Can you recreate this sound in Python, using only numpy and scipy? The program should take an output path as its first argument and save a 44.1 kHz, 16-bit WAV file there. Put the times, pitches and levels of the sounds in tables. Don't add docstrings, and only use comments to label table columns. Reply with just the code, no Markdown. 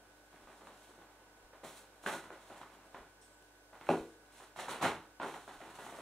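import sys
import numpy as np
from scipy import signal
from scipy.fft import rfft, irfft, next_fast_len
from scipy.io import wavfile
from scipy.ndimage import map_coordinates

SR = 44100
rng = np.random.default_rng(int(sys.argv[2]) if len(sys.argv) > 2 else 0)


def unload_audio(sound):
    columns = np.transpose(np.atleast_2d(sound))
    steps = np.round(np.clip(columns, -1, 1) * 32767)
    wavfile.write(sys.argv[1], SR, steps.astype(np.int16))


N = 265041

# pitch_hz, level_db, t60_s
DRUM_MODES = [(95, -27, 0.39), (162.7, -11, .3), (234, -13, 0.38), (265.3, -8, .3), (326, -8, 0.5),
              (377.6, -6, 0.35), (398.8, -6, 0.33), (433.5, -9, 0.45), (473, -16, 0.5),
              (490.5, -10.5, 0.16), (543, -6, .33), (589, -9, 0.11), (620, -18, 0.22), (687, -11, 0.28),
              (750, -12.5, 0.19), (834, -11, 0.14), (1000, -18, 0.15), (1160, -19.5, 0.15),
              (1444, -13.5, 0.37), (1670, -32, 0.44), (1970, -24, 0.4)]


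def amp(db):
    return 10 ** (np.asarray(db) / 20)


def unit(x):
    return x / np.sqrt(np.mean(x ** 2) + 1e-20)


def along(points, hz):
    point_hz, value = np.transpose(points)
    return np.interp(np.log(hz + 1), np.log(point_hz + 1), value)


def wobble(rate):
    knots = rng.standard_normal(int(N * rate / SR) + 4)
    return map_coordinates(knots, [np.arange(N) * rate / SR])


def filtered(x, response):
    size = next_fast_len(x.shape[-1] + SR // 2)
    spectrum = rfft(x, size) * response(np.fft.rfftfreq(size, 1 / SR))
    return irfft(spectrum, size)[..., :x.shape[-1]]


def ports(pair, alike):
    def mid_side_gains(hz):
        turn = np.arccos(np.clip(along(alike, hz), -1, 1)) / 2
        return np.array([np.cos(turn), np.sin(turn)])

    mid, side = filtered(pair, mid_side_gains)
    return np.array([mid + side, mid - side])


def background():
    # pitch_hz, level_db_per_hz
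    hush_curve = [(30, -38), (70, -17), (130, -14), (200, -11.5), (290, -8.5), (420, -4.5), (900, -6.5),
                  (1300, -12), (1550, -8), (1900, -15), (4200, -20), (4900, -18), (6500, -20.5),
                  (8300, -21), (10500, -24), (15600, -30)]
    # pitch_hz, left_right_likeness (-1 to 1)
    hush_likeness = [(60, 0.49), (180, 0.85), (550, 0.92), (1650, -0.0096), (4970, -0.57), (15000, 0.24)]
    # pitch_hz, level_db (rms), waver_hz
    tone_table = [(50, -74, .1), (99.4, -80, 3), (298, -75.5, 2), (588, -82.5, 3.35), (934, -87, 1.3),
                  (1494, -73, 2.48), (1648, -80.5, 3.9), (8300, -99, 78), (12050, -95, 200)]
    # middle_s, peak_db, length_s
    bump_table = [(0.456, -62, .024), (1.457, -60, .024), (3.01, -60, 0.02), (4.01, -55, 0.019),
                  (5.581, -60, 0.022)]
    t = np.arange(N) / SR

    hiss = filtered(rng.standard_normal((2, N)), lambda hz: amp(along(hush_curve, hz)))
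    hiss = amp(-64.5 + 0.17 * wobble(5.27)) * ports(unit(hiss), hush_likeness)

    tones = np.zeros(N)
    for pitch_hz, level_db, waver_hz in tone_table:
        level = np.sqrt(2) * amp(level_db + 0.18 * waver_hz ** .5 * wobble(5))
        phase = 2 * np.pi * np.cumsum(pitch_hz + waver_hz * wobble(25)) / SR
        tones += level * np.sin(phase)

    bumps = np.zeros(N)
    for middle_s, peak_db, length_s in bump_table:
        swing = np.clip((t - middle_s) / length_s, -.5, .5)
        bumps += amp(peak_db) * np.sin(-2 * np.pi * swing)
    return hiss + tones + bumps


def slips(rate, spread_db):
    size, sign, chance = rng.random((3, 2, N))
    clicks = (chance < rate / SR) * amp(spread_db * size) * np.sign(sign - .5)
    return unit(clicks) + 0.69 * rng.standard_normal((2, N))


def skin(hz):
    total = 0
    for k, (pitch_hz, level_db, t60_s) in enumerate(DRUM_MODES):
        width_hz = np.log(1000) / (np.pi * t60_s)
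        mode = 1j * hz * width_hz / (pitch_hz * pitch_hz - hz * hz + 1j * hz * width_hz)
        total = total + (-1) ** k * amp(level_db) * mode
    return total


def rubbing(skids):
    # start_s, creak_db (rms), swish_db (rms), before the grip varies
    grip_table = [(0, -68, -74), (.27, -76, -74), (.5, -72, -70), (.85, -68, -66), (1.07, -69, -78),
                  (1.55, -70, -77), (1.95, -72, -75), (2.3, -68, -68), (2.55, -72, -64), (2.8, -64, -73),
                  (2.95, -70, -75), (3.12, -84, -80), (3.7, -81, -76), (3.95, -80, -62), (4.25, -76, -78),
                  (4.38, -62, -66), (4.52, -80, -80), (4.8, -60, -64), (5.0, -78, -75), (5.19, -78, -76),
                  (5.3, -72, -64), (6.01, -65, -63)]
    # pitch_hz, level_db_per_hz
    creak_curve = [(60, -27), (150, -3.5), (500, -4.5), (780, 1), (1300, -4), (2400, -13.5), (4200, -20.5),
                   (8000, -34.5), (15000, -73)]
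    # pitch_hz, level_db_per_hz
    swish_curve = [(800, -28), (2000, -1.5), (4000, -0.5), (6500, -3), (9000, -7.5), (12000, -15.5),
                   (15700, -26)]
    grip_fine = .35
    t = np.arange(N) / SR
    start_s, *columns = np.transpose(grip_table)
    creak_db, swish_db = (np.interp(t, start_s, column) for column in columns)

    grip = wobble(45)
    force = (amp(creak_db) + skids) * amp(1.22 * grip)
    rough = slips(rate=900, spread_db=13)
    creak = force * unit(filtered(rough, lambda hz: amp(along(creak_curve, hz))))
    boom = unit(filtered(force * rough, skin)) * np.sqrt(np.mean(force ** 2))

    fast = slips(rate=5000, spread_db=6)
    swish = unit(filtered(fast, lambda hz: amp(along(swish_curve, hz))))
    thin = unit(filtered(swish, lambda hz: (hz / 9000) ** 1.45))
    full_gain, fine_gain = strokes(t)
    shifting = amp(swish_db) + amp(-32) * skids
    full_gain = full_gain + (1 - grip_fine) * shifting
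    fine_gain = fine_gain + grip_fine * shifting
    hissing = full_gain * swish + 0.64 * fine_gain * thin
    return creak + amp(-12.5) * boom + amp(2.3 * grip) * hissing


def room(x, level_db):
    # pitch_hz, t60_s
    room_decay = [(80, 0.59), (300, 0.21), (1000, 0.33), (4000, 0.34), (12000, 0.23)]
    frames = dict(nperseg=512, noverlap=384)
    delayed = np.pad(x[0], (520, 0))[:N]
    hz, t, spectrum = signal.stft(delayed, SR, **frames)
    keep = amp(-120 * (t[1] - t[0]) / along(room_decay, hz))
    power = np.array([signal.lfilter([1 - k], [1, -k], band)
                      for k, band in zip(keep, np.abs(spectrum) ** 2)])
    noise = signal.stft(rng.standard_normal((2, N)), SR, **frames)[2]
    noise = noise / np.sqrt(np.mean(np.abs(noise) ** 2))
    echoes = signal.istft(noise * np.sqrt(power), SR, **frames)[1][:, :N]
    return amp(level_db) * echoes


def drift(spread=0.72):
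    steps = np.cumsum(spread * rng.standard_normal(26)) + rng.uniform(0, 2 * np.pi)
    return np.interp(np.linspace(0, 25, SR // 2), np.arange(26), steps)


def knocks():
    # start_s, level_db (nominal peak), slap_hz, ring_db (relative to level_db),
    # ring_tilt_db_per_octave, skid_db (rms at its start), skid_t60_s
    knock_table = [(0.328,-52,705,-9,-7,-63,.5), (0.41,-54,791,-10,0.1,-76,.3),
                   (0.472,-45.5,1000,-17,2,-59,.3), (0.609,-48,837,-14,3,-61,.3),
                   (0.67,-44,920,-19,1,-58,.3), (0.892,-50,377,-19,0.1,-74,.3),
                   (0.977,-51,400,-13,-6,-63,.2), (1.532,-49,697,-17,3,-65,.2),
                   (1.633,-40.5,600,-9.5,-2,-54,.55), (2.038,-41.5,750,-13,0,-55,.3),
                   (2.062,-21,1120,-20,7,-42,.3), (2.127,-29,800,-16,6,-45,.15),
                   (2.239,-43.5,1120,-14,0,-58,.25), (2.303,-36,796,-17.5,4.5,-57,.6),
                   (2.499,-42,704,-13,1,-55,.8), (2.614,-38,1250,-20,1.5,-60,.12),
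                   (2.944,-35.5,754,-20.5,5,-54,.4), (3.728,-45.5,780,-17,7,-60,.4),
                   (3.811,-42,1500,-21,3,-58,.2), (3.868,-39,1300,-26,7,-63,.15),
                   (3.889,-13,560,-9.5,-2,-44,.2), (4.401,-44,950,-22,5,-60,.25),
                   (4.561,-41,960,-19,7,-51,.4), (4.589,-33,905,-22,8,-48,.35),
                   (4.682,-31,990,-15,4,-47,.9), (4.812,-44,800,-12,0,-43,.3),
                   (4.826,-23.5,1060,-16,-8,-35,.15), (4.839,-25,780,-15,0.1,-40,.12),
                   (4.856,-27,770,-12.5,-4,-52,.3), (5.199,-29.5,810,-18,0,-44,.4),
                   (5.23,-28,1020,-11,2,-50,.3), (5.34,-35.5,826,-21,-3,-55,.18),
                   (5.477,-38,905,-18,1,-54,.4), (5.604,-41,660,-10,4.5,-54,.9),
                   (5.786,-37,766,-17,7,-56,.7), (5.864,-35,820,-20,1.5,-60,.2),
                   (5.924,-36.5,740,-16,2,-56,.3), (5.986,-33.5,670,-17,1,-54,.5)]
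    # pitch_hz, level_db_per_hz
    crack_curve = [(60, -27), (300, 11), (1500, -38), (4000, -25), (8000, -36), (15000, -41)]
    slap_db, crack_db = -2, -11
    skid_hold_s = .015
    blows, drum = np.zeros((2, 2, N + SR))
    skids = np.zeros(N + SR)
    t = np.arange(SR // 2) / SR
    for start_s, level_db, slap_hz, ring_db, tilt_db, skid_db, skid_t60_s in knock_table:
        burst_level = np.minimum(t / 0.0011, 1) * amp(-60 * (t / 0.0098) ** 2)
        burst = burst_level * rng.standard_normal((2, len(t)))
        width_hz = 0.75 * slap_hz
        dent = filtered(burst, lambda hz: (
            1j * hz * width_hz / (slap_hz ** 2 - hz * hz + 1j * hz * width_hz)) ** 2)
        crack = filtered(burst, lambda hz: amp(along(crack_curve, hz)))
        slap = dent / np.abs(dent).max(axis=1, keepdims=True)
        slap = slap + amp(crack_db) * crack / np.abs(crack).max()

        ring = np.zeros(len(t))
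        for pitch_hz, mode_db, t60_s in DRUM_MODES:
            tilted_db = mode_db + tilt_db * np.log2(pitch_hz / 400) + rng.normal(0, 1.56)
            ring += amp(tilted_db - 60 * t / t60_s) * np.sin(2 * np.pi * pitch_hz * t + drift())
        ring = ring * (1 - np.exp(-(t / 0.0072) ** 2))

        skid = amp(skid_db - 60 * np.maximum(t - skid_hold_s, 0) / skid_t60_s)
        start = round(start_s * SR)
        span = slice(start, start + len(t))
        blows[:, span] += amp(level_db + slap_db) * slap
        drum[0, span] += amp(level_db + ring_db) * ring
        skids[span] += skid * (1 - (2 * t) ** 4)
    return blows[:, :N], drum[:, :N], skids[:N]


def strokes(t):
    # start_s, hold_s, swish_db (rms, before the grip varies),
    # fine_share (of the finest hiss, 0-1)
    stroke_table = [(1.63, .135, -57, .6), (2.02, .01, -60, .7), (2.055, .025, -50, .4),
                    (2.11, .025, -48, .4), (3.21, .02, -70, .45), (3.882, .03, -59, .1),
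                    (4.31, .11, -65, .4), (4.555, .01, -57, .05), (4.585, .025, -52, 0),
                    (4.675, .02, -49, .25), (4.81, .015, -41, .05), (5.215, .05, -61, .5),
                    (5.78, .2, -68, 1)]
    rise_s, fade_db_per_s = .015, 330
    full, fine = np.zeros((2, N))
    for start_s, hold_s, swish_db, fine_share in stroke_table:
        rise = np.clip((t - start_s) / rise_s, 0, 1) ** 2
        fading_s = np.maximum(t - start_s - rise_s - hold_s, 0)
        gain = rise * amp(swish_db - fade_db_per_s * fading_s)
        share = np.clip(fine_share, 0, 1)
        full = full + (1 - share) * gain
        fine = fine + share * gain
    return full, fine


def fizzes():
    # start_s, level_db (rms at the start), centre_hz, width_hz, t60_s
    fizz_table = [(2.855, -76, 8100, 500, .3), (2.97, -84, 8900, 700, 0.46),
                  (3.214, -64.5, 8450, 1520, 0.35), (3.213, -67, 5570, 1200, 0.28),
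                  (3.33, -72, 7700, 900, .3), (3.424, -60, 6500, 5960, .02)]
    out = np.zeros((2, N + SR))
    t = np.arange(SR // 2) / SR
    for start_s, level_db, centre_hz, width_hz, t60_s in fizz_table:
        noise = rng.standard_normal((2, len(t)))
        band = filtered(noise, lambda hz: np.exp(-((hz - centre_hz) / width_hz) ** 2 * 2))
        start = round(start_s * SR)
        out[:, start:start + len(t)] += amp(level_db - 60 * t / t60_s) * unit(band)
    return out[:, :N]


def scene():
    # pitch_hz, left_right_likeness (-1 to 1)
    near_likeness = [(60, 0.87), (400, 0.99), (1000, 0.99), (2400, 0.75), (6000, 0.52), (10000, 0.48),
                     (12000, 0.58)]
    # pitch_hz, level_db
    housing_curve = [(30, -18), (70, -3.5), (130, -2), (4100, 0), (4800, -9), (5700, -4), (15000, 5)]
    # pitch_hz, left_lead_radians
    port_lead = [(20, 0), (2000, 0), (4100, .6), (8900, .2), (10200, -.6), (10800, -3.1), (16000, -3.0)]
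    # pitch_hz, left_over_right_db
    port_lean = [(60, 0.5), (150, 0.5), (380, 1), (950, -0.5), (2380, -4), (5980, -1), (15000, 0.0)]
    blows, drum, skids = knocks()
    rubs = rubbing(skids) + fizzes()
    echoes = room(blows, level_db=-1) + room(rubs, level_db=-3.5)
    near = ports(blows + drum + rubs + echoes, near_likeness)
    near = filtered(near, lambda hz: (
        amp(along(housing_curve, hz)) * np.exp(.5j * np.outer([1, -1], along(port_lead, hz)))))
    return filtered(near + background(), lambda hz: amp(np.outer([.5, -.5], along(port_lean, hz))))


def record(dry):
    top_hz = 15725
    return filtered(dry, lambda hz: (hz < top_hz) * hz / (hz + 4))


dry = scene()
out = record(dry)
unload_audio(out)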